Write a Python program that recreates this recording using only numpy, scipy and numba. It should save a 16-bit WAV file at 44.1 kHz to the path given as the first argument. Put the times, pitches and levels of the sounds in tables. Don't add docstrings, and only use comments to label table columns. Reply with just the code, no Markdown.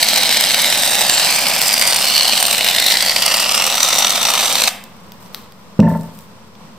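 import sys
import numpy as np
from scipy import signal
from scipy.fft import rfft, irfft
from scipy.io import wavfile
from scipy.ndimage import uniform_filter1d, map_coordinates
from numba import njit

SR = 44100
rng = np.random.default_rng(int(sys.argv[2]) if len(sys.argv) > 2 else 0)


def gain_from_decibels(decibels):
    exponent = np.asarray(decibels, float) / 20
    return 10 ** exponent


def wav_out(sig):
    wavfile.write(sys.argv[1], SR, np.round(np.clip(np.atleast_2d(sig).T, -1, 1) * 32767).astype(np.int16))


N = 298998
TIME_S = np.arange(N) / SR
VALVE_SHUT_S = 4.697

# pitch_hz, level_db (per Hz)
JET_COLOUR = [(24, -72), (40, -38.5), (230, -12.5), (410, -19), (520, -5.5), (750, -1), (1440, -10.5),
              (1900, -5), (3300, -4.5), (4200, -4.5), (6200, -6), (9500, -7), (12800, -11.5),
              (16000, -16.5)]
# pitch_hz, likeness (-1 to 1)
JET_LIKENESS = [(30, .7), (90, 0.91), (200, 1), (1300, 0.91), (4400, 0.87), (8000, 0.57), (15000, 0.38)]
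# start_s, steady_gas_db, pocket_strength_db, pockets_per_s
VALVE_FLOW = [
    (0, -13.5, -32, 43),
    (.6, -12.5, -3.5, 41),
    (1.2, -12, -4, 47),
    (1.7, -14, -1.5, 60.7),
    (2.3, -16, 0, 52.5),
    (2.9, -14.5, 4.5, 52),
    (3.2, -16, 1, 40),
    (3.9, -15.5, 2, 41.5),
    (4.66, -14, 1.5, 55),
]


def spray():
    gas_db, strength_db, per_s = in_time(VALVE_FLOW)
    plain = stereo_noise(JET_COLOUR, JET_LIKENESS)
    jet = hollows(plain)
    swing_ms = np.interp(TIME_S, [0, VALVE_SHUT_S], [-0.014, 0.014]) + 0.0042 * drift(0.83)
    jet = delayed(jet, swing_ms * np.array([[1], [-1]]), order=3)
    bass, body, middle, treble = split(jet, [350, 1100, 6600])
    treble = gain_from_decibels([[-1.0], [0.7]]) * treble
    middle, treble = near_echoes(middle, treble)

    open_valve = np.clip((VALVE_SHUT_S - TIME_S) / 0.011, 0, 1)
    pops = small_pops(per_s=71.0, length_ms=0.71, spread_db=6.0)
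    steady = gain_from_decibels(gas_db - 6.5) * np.hypot(gain_from_decibels(0.5), gain_from_decibels(-3.5) * pops)
    flow = np.hypot(steady, spurt_gain(pockets(strength_db, per_s))) * open_valve

    turned = np.clip((TIME_S - 2.6) / 0.4, 0, 1)
    body_db = 0.5 - 0.4 * turned + 1.0 * drift(22)
    treble_db = 2.5 - 2 * turned + 3.5 * drift(150)
    hiss = body * gain_from_decibels(body_db) + middle * gain_from_decibels(1.64 * drift(165)) + treble * gain_from_decibels(treble_db)
    tearing_db = 1.4 * drift(300)
    hiss = filtered(hiss * flow * gain_from_decibels(tearing_db), 2, 250, "high")
    near = hiss * left_right(-0.3) + bass * gain_from_decibels(gas_db + 2.5) * open_valve
    far = gain_from_decibels(2.5) * filtered(plain, 1, 900, "high") * uniform_filter1d(flow, size=600)
    return near, far


def near_echoes(middle, treble):
    for lag_ms, echo_db in [(0.7, 0), (1.3, -3.5), (2.5, -40)]:
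        path_ms = lag_ms + 0.094 * np.array([drift(0.66), drift(0.79)])
        middle = middle + gain_from_decibels(echo_db - 10.5) * delayed(middle, path_ms, order=1)
        treble = treble + gain_from_decibels(echo_db - 6) * delayed(treble, path_ms, order=1)
    return middle, treble


# start_s, peak_db
BIG_BURSTS = [(0.027, 6.5), (0.932, 3), (1.358, 0), (1.5634, 7), (1.74, 5), (1.8132, 4.5), (1.8751, 4),
              (1.9607, 6.5), (2.0993, 2.5), (2.209, 7), (2.4264, 8), (2.5107, 6), (2.608, 5), (2.687, 8),
              (2.7834, 3), (2.9079, 0), (3.047, -7), (3.1607, 5), (3.221, 5), (3.424, 3.5), (3.5112, 3.5),
              (3.8284, 5), (3.8851, 5), (3.9825, 3), (4.0452, 6.5), (4.133, -2), (4.337, 3.5), (4.3916, 4),
              (4.5536, 3.5), (4.6179, 5.5)]


def pockets(strength_db, per_s):
    gap, size, length = rng.standard_normal((300, 3)).T
    gap_spread = 0.33
    uneven_gaps = np.exp(gap_spread * gap - gap_spread ** 2 / 2)
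    start_s = np.interp(np.cumsum(uneven_gaps), np.cumsum(per_s) / SR, TIME_S)
    burst_s, burst_db = np.transpose(BIG_BURSTS)
    clear_of_bursts = np.abs(start_s[:, None] - burst_s).min(axis=1) > 0.012
    free = clear_of_bursts & (start_s < VALVE_SHUT_S)
    peak_db = strength_db[(start_s * SR).astype(int)] + 1.2 * size

    start_s = np.r_[burst_s, start_s[free]]
    peak_db = np.r_[burst_db + 0.3, peak_db[free]]
    stretch = np.r_[np.full(len(burst_s), 0.85), np.exp(0.19 * length[free])]
    stretch = stretch * np.where(start_s > 3.0, 1.39, 1)
    length_ms = 1000 * 0.22 / per_s[(start_s * SR).astype(int)] * stretch
    return zip(start_s, peak_db, length_ms)


def spurt_gain(rows):
    out = np.zeros(N)
    for start_s, peak_db, length_ms in rows:
        t = np.arange(int(0.05 * SR)) / SR / (max(length_ms, 1) / 1000)
        shape = (1 - np.exp(-t / 0.46)) * np.exp(-t ** 2 * 0.86)
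        start = max(int((start_s - 0.001) * SR), 0)
        span = slice(start, start + len(t))
        out[span] = np.hypot(out[span], gain_from_decibels(peak_db - 11.0) * shape)
    return out


def small_pops(per_s, length_ms, spread_db):
    born = (rng.random(N) < per_s / SR) * gain_from_decibels(spread_db * np.minimum(rng.exponential(1, N), 2))
    r = np.exp(-1000 / (length_ms * SR))
    return rms_one(np.sqrt(signal.lfilter([1], [1, -2 * r, r * r], born ** 2 + 1e-12)))


# start_s, pitch_hz, ring_db
NOZZLE_GAP = [(0, 4100, 12), (.45, 3950, 12), (.95, 3790, 7), (1.2, 4000, 9), (1.45, 4600, 6),
              (1.75, 4887, 9), (2.0, 4500, 8), (2.15, 4320, 13.5), (2.35, 4070, 10), (2.6, 3748, 7),
              (2.9, 3806, 13), (3.1, 4500, 9.5), (3.45, 4920, 9), (3.7, 5720, 6.5), (3.85, 6080, 10.5),
              (4.2, 5800, 6.5), (4.66, 6050, 5)]
# from_s, to_s, from_hz, to_hz, lift_db (negative cancels)
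NOOKS = [(-.2, 0.79, 2320, 2110, 7), (-.2, 1.072, 5100, 4170, -22), (.7, 1.05, 8600, 8800, 4),
         (0.793, 1.315, 2630, 2880, 4), (1.007, 1.302, 7050, 7830, 12.5), (1.193, 2.01, 2420, 1960, 7),
         (1.398, 1.8, 8600, 8300, 2.5), (1.76, 2.14, 9500, 8800, 9), (1.897, 2.81, 2900, 2980, 8),
         (2.29, 2.574, 9100, 8600, 9.5), (2.5, 3.15, 1150, 1210, -18), (2.498, 3.456, 2040, 1930, 7.5),
         (3.048, 4.637, 1620, 1550, -34), (3.1, 3.81, 2820, 2840, 5.5), (3.085, 3.743, 8300, 9800, 2.5),
         (3.212, 4.643, 1210, 1320, 6.5), (3.6, 4.668, 3850, 3556, 8), (4.482, 4.904, 4188, 4394, 11),
         (-.2, 1.192, 1200, 1060, -8)]


def hollows(jet):
    gap_hz, ring_db = in_time(NOZZLE_GAP)
    jet = lift(jet, gap_hz, 590, ring_db)
    jet = lift(jet, 0.869 * gap_hz, 390, -7)
    for from_s, to_s, from_hz, to_hz, lift_db in NOOKS:
        span = np.arange(max(int(from_s * SR), 0), int(to_s * SR))
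        t = span / SR
        opened = np.clip(np.minimum(t - from_s, to_s - t) / 0.13, 0, 1)
        hz = np.interp(t, [from_s, to_s], [from_hz, to_hz])
        width_hz = 220 + 0.0083 * from_hz
        jet[:, span] = lift(jet[:, span], hz, width_hz, lift_db * opened)
    return jet


# start_s, blow_db, rim_db
BLOWS = [
    (5.7909, 2.5, -29),
    (5.8262, -7.5, -20),
    (5.845, -6.5, -21.5),
    (5.862, -6.5, -28),
    (5.878, -15, -16),
    (5.915, -10.5, -20.5),
    (5.950, -25, -18.5),
    (5.99, -12, -29),
    (6.044, -32, -38),
]
# pitch_hz, level_db, fade_s (by 60 dB)
TABLE_BOOM = [(89, -37, 0.93), (167.4, -7.5, 0.67), (215, -8, 0.4), (200, -2.5, 0.091)]
# pitch_hz, level_db, fade_s (by 60 dB)
TABLE_TOP = [(147, -34, 0.18), (230.4, -12, 0.16), (259, -6, 0.098), (380, -26, 1), (454, -13, 0.15),
             (529, -0.5, 0.14), (637, 3.5, 0.18)]
# pitch_hz, level_db, fade_s (by 60 dB)
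CAN_BODY = [(591, 1, 0.18), (692, -1, 0.066), (900, 3.5, 0.17), (1016, -11, 0.12), (1350, -15, 0.094),
            (1767, -6.5, 0.056), (1980, -22, 0.14)]
# pitch_hz, level_db, fade_s (by 60 dB)
BASE_EDGE = [(2820, -36.5, 0.0035), (3850, -38.5, .002), (4860, -38, 0.0043), (6900, -46, 0.0035),
             (8900, -55, .003)]


def set_down():
    start_s, blow_db, rim_db = np.transpose(BLOWS)
    blows, rim, edge, heel = np.zeros((4, N))
    blows[(start_s * SR).astype(int)] = gain_from_decibels(blow_db)
    rim[(start_s * SR).astype(int)] = gain_from_decibels(rim_db)
    edge[int(5.8015 * SR):][:130] = rng.standard_normal(130)

    push = filtered(blows, 4, 330)
    first_push = push * (TIME_S < start_s[1])
    table = ring_all(first_push, TABLE_BOOM) + ring_all(push, TABLE_TOP)

    chatter = 0.075 * signal.lfilter([1], [1, -gain_from_decibels(-60 / (0.082 * SR))], rim) * rng.standard_normal(N)
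    knock = gain_from_decibels(9) * filtered(chatter, 2, [350, 1700], "band")
    struck = filtered(0.55 * rim + 0.15 * chatter, 4, 2100)
    heel[((5.829 + 0.036 * np.arange(4)) * SR).astype(int)] = gain_from_decibels(-24)
    heel = signal.lfilter([0.1], [1, -gain_from_decibels(-60 / (0.066 * SR))], heel) * rng.standard_normal(N)
    low_modes = [mode for mode in CAN_BODY if mode[0] < 1500]
    high_modes = [mode for mode in CAN_BODY if mode[0] >= 1500]
    can = knock + ring_all(struck, low_modes) + ring_all(heel, high_modes) + ring_all(edge, BASE_EDGE)

    damped = gain_from_decibels(-150 * np.maximum(TIME_S - 5.965, 0))
    return filtered((table + can) * damped, 4, 72, "high")


# start_s, peak_db, pitch_hz, left_right_db, bright_snap_db
TICKS = [(4.837, -25, 5200, -8, 9), (5.118, -15, 6000, 1.0, -1.5), (5.258, -24, 5800, -3, -9),
         (5.344, -1.5, 5070, 5, -4.5), (5.5197, -23.5, 4770, -4, -2), (5.8981, -35, 11700, 5, 2),
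         (6.0085, -20, 7920, 4, -15), (6.1471, -29, 12200, -8, -6), (6.176, -32, 12600, 6.5, -13),
         (6.187, -26, 8000, 4, 7), (6.2064, -35, 12600, -6, -10), (6.5506, -23, 4700, -1.0, -11)]


def ticks():
    out = np.zeros((2, N))
    t = np.arange(int(0.022 * SR)) / SR
    for start_s, peak_db, hz, pan_db, snap_db in TICKS:
        crumble = 0.11 * rng.standard_normal(len(t)) * np.exp(-t / 0.0017)
        kick = (t == 0) + crumble
        snap = filtered(kick, 2, min(0.5 * hz, 9000), "high")
        tick = ring(kick, hz, 3 / hz) + gain_from_decibels(snap_db + 7) * snap
        start = int((start_s + 0.0025) * SR)
        out[:, start:start + len(t)] += gain_from_decibels(peak_db) * tick * left_right(pan_db / 2)
    return filtered(out, 2, 1100, "high")


# start_s, length_s, level_db
BRUSHES = [
    (5.19, .12, -49.5),
    (5.32, 0.13, -46),
    (5.87, 0.3, -45),
    (6.12, 0.2, -48.5),
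]


def rustle():
    fidget_from_s = 4.8
    level = gain_from_decibels(-59 - 3.5 * (TIME_S - fidget_from_s)) * (TIME_S > fidget_from_s)
    for start_s, length_s, db in BRUSHES:
        peak_s = start_s + 0.027
        swell = np.interp(TIME_S, [start_s, peak_s, peak_s + length_s], [0, 1, 0])
        level = np.hypot(level, gain_from_decibels(db) * swell)
    colour = [(2000, -8.0), (7000, -3.5), (12000, -1), (16000, -4)]
    noise = stereo_noise(colour, [(1000, 0.3), (16000, 0.1)])
    return level * gain_from_decibels(3.5 + 3.5 * drift(150)) * noise


# pitch_hz, fade_s (by 60 dB)
ROOM_FADE = [(100, 0.57), (2000, 0.59), (8000, 0.18), (16000, 0.51)]


def room(x):
    t = np.arange(SR) / SR - 0.006
    tail = np.zeros((2, SR))
    edges = 60 * 2 ** np.arange(9)
    for low, high in zip(edges, edges[1:]):
        fade_s = at_pitch(ROOM_FADE, low * np.sqrt(2))
        band = filtered(rng.standard_normal((2, SR)), 2, [low, high], "band")
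        tail += band * gain_from_decibels(-60 * t / fade_s) * (t > 0)
    tail = 0.22 * tail + 1.14 * tail.mean(axis=0)
    return signal.fftconvolve(x, tail / np.sqrt(np.sum(tail ** 2) / 2), axes=1)[:, :N]


# pitch_hz, level_db
AIR_COLOUR = [(12, -33), (20, 1), (27, -26), (96, -7.5), (130, -10.5), (204, -1), (293, -18), (499, -12.5),
              (759, -17.5), (1000, -12), (1610, -23), (3840, -26.5), (6540, -28), (14700, -40),
              (16000, -53)]
# pitch_hz, likeness (-1 to 1)
AIR_LIKENESS = [(60, 0.44), (180, 0.85), (550, 0.72), (1650, 0.27), (4970, -0.22), (15000, -0.41)]


def room_air():
    return gain_from_decibels(-40.5 + 1.0 * drift(3.0)) * stereo_noise(AIR_COLOUR, AIR_LIKENESS)


def rms_one(x):
    return x / np.sqrt(np.mean(x ** 2) + 1e-20)


def left_right(db):
    return gain_from_decibels([[db], [-db]])


def in_time(rows):
    start_s, *columns = np.transpose(rows)
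    return [np.interp(TIME_S, start_s, column) for column in columns]


def at_pitch(points, hz):
    known_hz, value = np.transpose(points)
    return np.interp(np.log(hz), np.log(known_hz), value)


def filtered(x, order, hz, kind="low"):
    return signal.sosfilt(signal.butter(order, hz, kind, fs=SR, output="sos"), x)


def split(x, edges_hz):
    lows = [signal.sosfiltfilt(signal.butter(2, hz, fs=SR, output="sos"), x) for hz in edges_hz]
    return [high - low for low, high in zip([0] + lows, lows + [x])]


def delayed(x, lag_ms, order):
    read = np.arange(N) - lag_ms * SR / 1000
    side = np.repeat([[0], [1]], N, axis=1)
    return map_coordinates(x, [side, read], order=order)


def stereo_noise(colour, likeness):
    hz = np.maximum(np.arange(N // 2 + 1) * SR / N, 1)
    mid, side = rfft(rng.standard_normal((2, N)))
    alike = np.clip(at_pitch(likeness, hz), -1, 1)
    pair = np.sqrt(1 + alike) * mid + np.sqrt(1 - alike) * side * [[1], [-1]]
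    return rms_one(irfft(pair * gain_from_decibels(at_pitch(colour, hz)), N))


def drift(rate_hz):
    r = np.exp(-2 * np.pi * rate_hz / SR)
    smooth = signal.lfilter([1], [1, -2 * r, r * r], rng.standard_normal(N + SR))
    return rms_one(smooth[SR:])


def ring(clicks, hz, fade_s):
    r = gain_from_decibels(-60 / (fade_s * SR))
    w = 2 * np.pi * hz / SR
    return signal.lfilter([0, np.sin(w)], [1, -2 * r * np.cos(w), r * r], clicks + 1e-18)


def ring_all(clicks, modes):
    return sum(gain_from_decibels(db) * ring(clicks, hz, fade_s) for hz, db, fade_s in modes)


@njit
def moving_band(x, two_r_cos, r):
    y = np.zeros_like(x)
    for i in range(2, x.shape[1]):
        push = (1 - r * r) / 2 * (x[:, i] - x[:, i - 2])
        y[:, i] = push + two_r_cos[i] * y[:, i - 1] - r * r * y[:, i - 2]
    return y


def lift(x, hz, width_hz, lift_db):
    r = np.exp(-np.pi * width_hz / SR)
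    band = moving_band(np.ascontiguousarray(x), 2 * r * np.cos(2 * np.pi * hz / SR), r)
    return x + (gain_from_decibels(lift_db) - 1) * band


def scene():
    jet, far_jet = spray()
    thud = set_down()
    snaps = ticks()
    echo = gain_from_decibels(-10) * room(far_jet + gain_from_decibels(-1) * snaps + gain_from_decibels(-2) * thud)
    return jet + thud + snaps + echo + rustle() + room_air()


def band_limit(x):
    return signal.sosfilt(signal.butter(12, 16150, fs=SR, output="sos"), x)


# pitch_hz, width_hz, dip_db
MIC_DIPS = [(6680, 850, -9), (10490, 1620, -16)]


def record(dry):
    low, top = split(dry, [11600])
    x = low + top * left_right(1.3)
    for hz, width_hz, dip_db in MIC_DIPS:
        x = x + (gain_from_decibels(dip_db) - 1) * signal.lfilter(*signal.iirpeak(hz, hz / width_hz, fs=SR), x)
    x = x / (1 + np.abs(x) ** 12) ** (1 / 12)
    x = signal.sosfilt(signal.cheby2(12, 60, 16450, fs=SR, output="sos"), x)
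    mix = filtered(x, 2, 45, "high") - 0.005
    return band_limit(mix)


dry = scene()
out = record(dry)
wav_out(out)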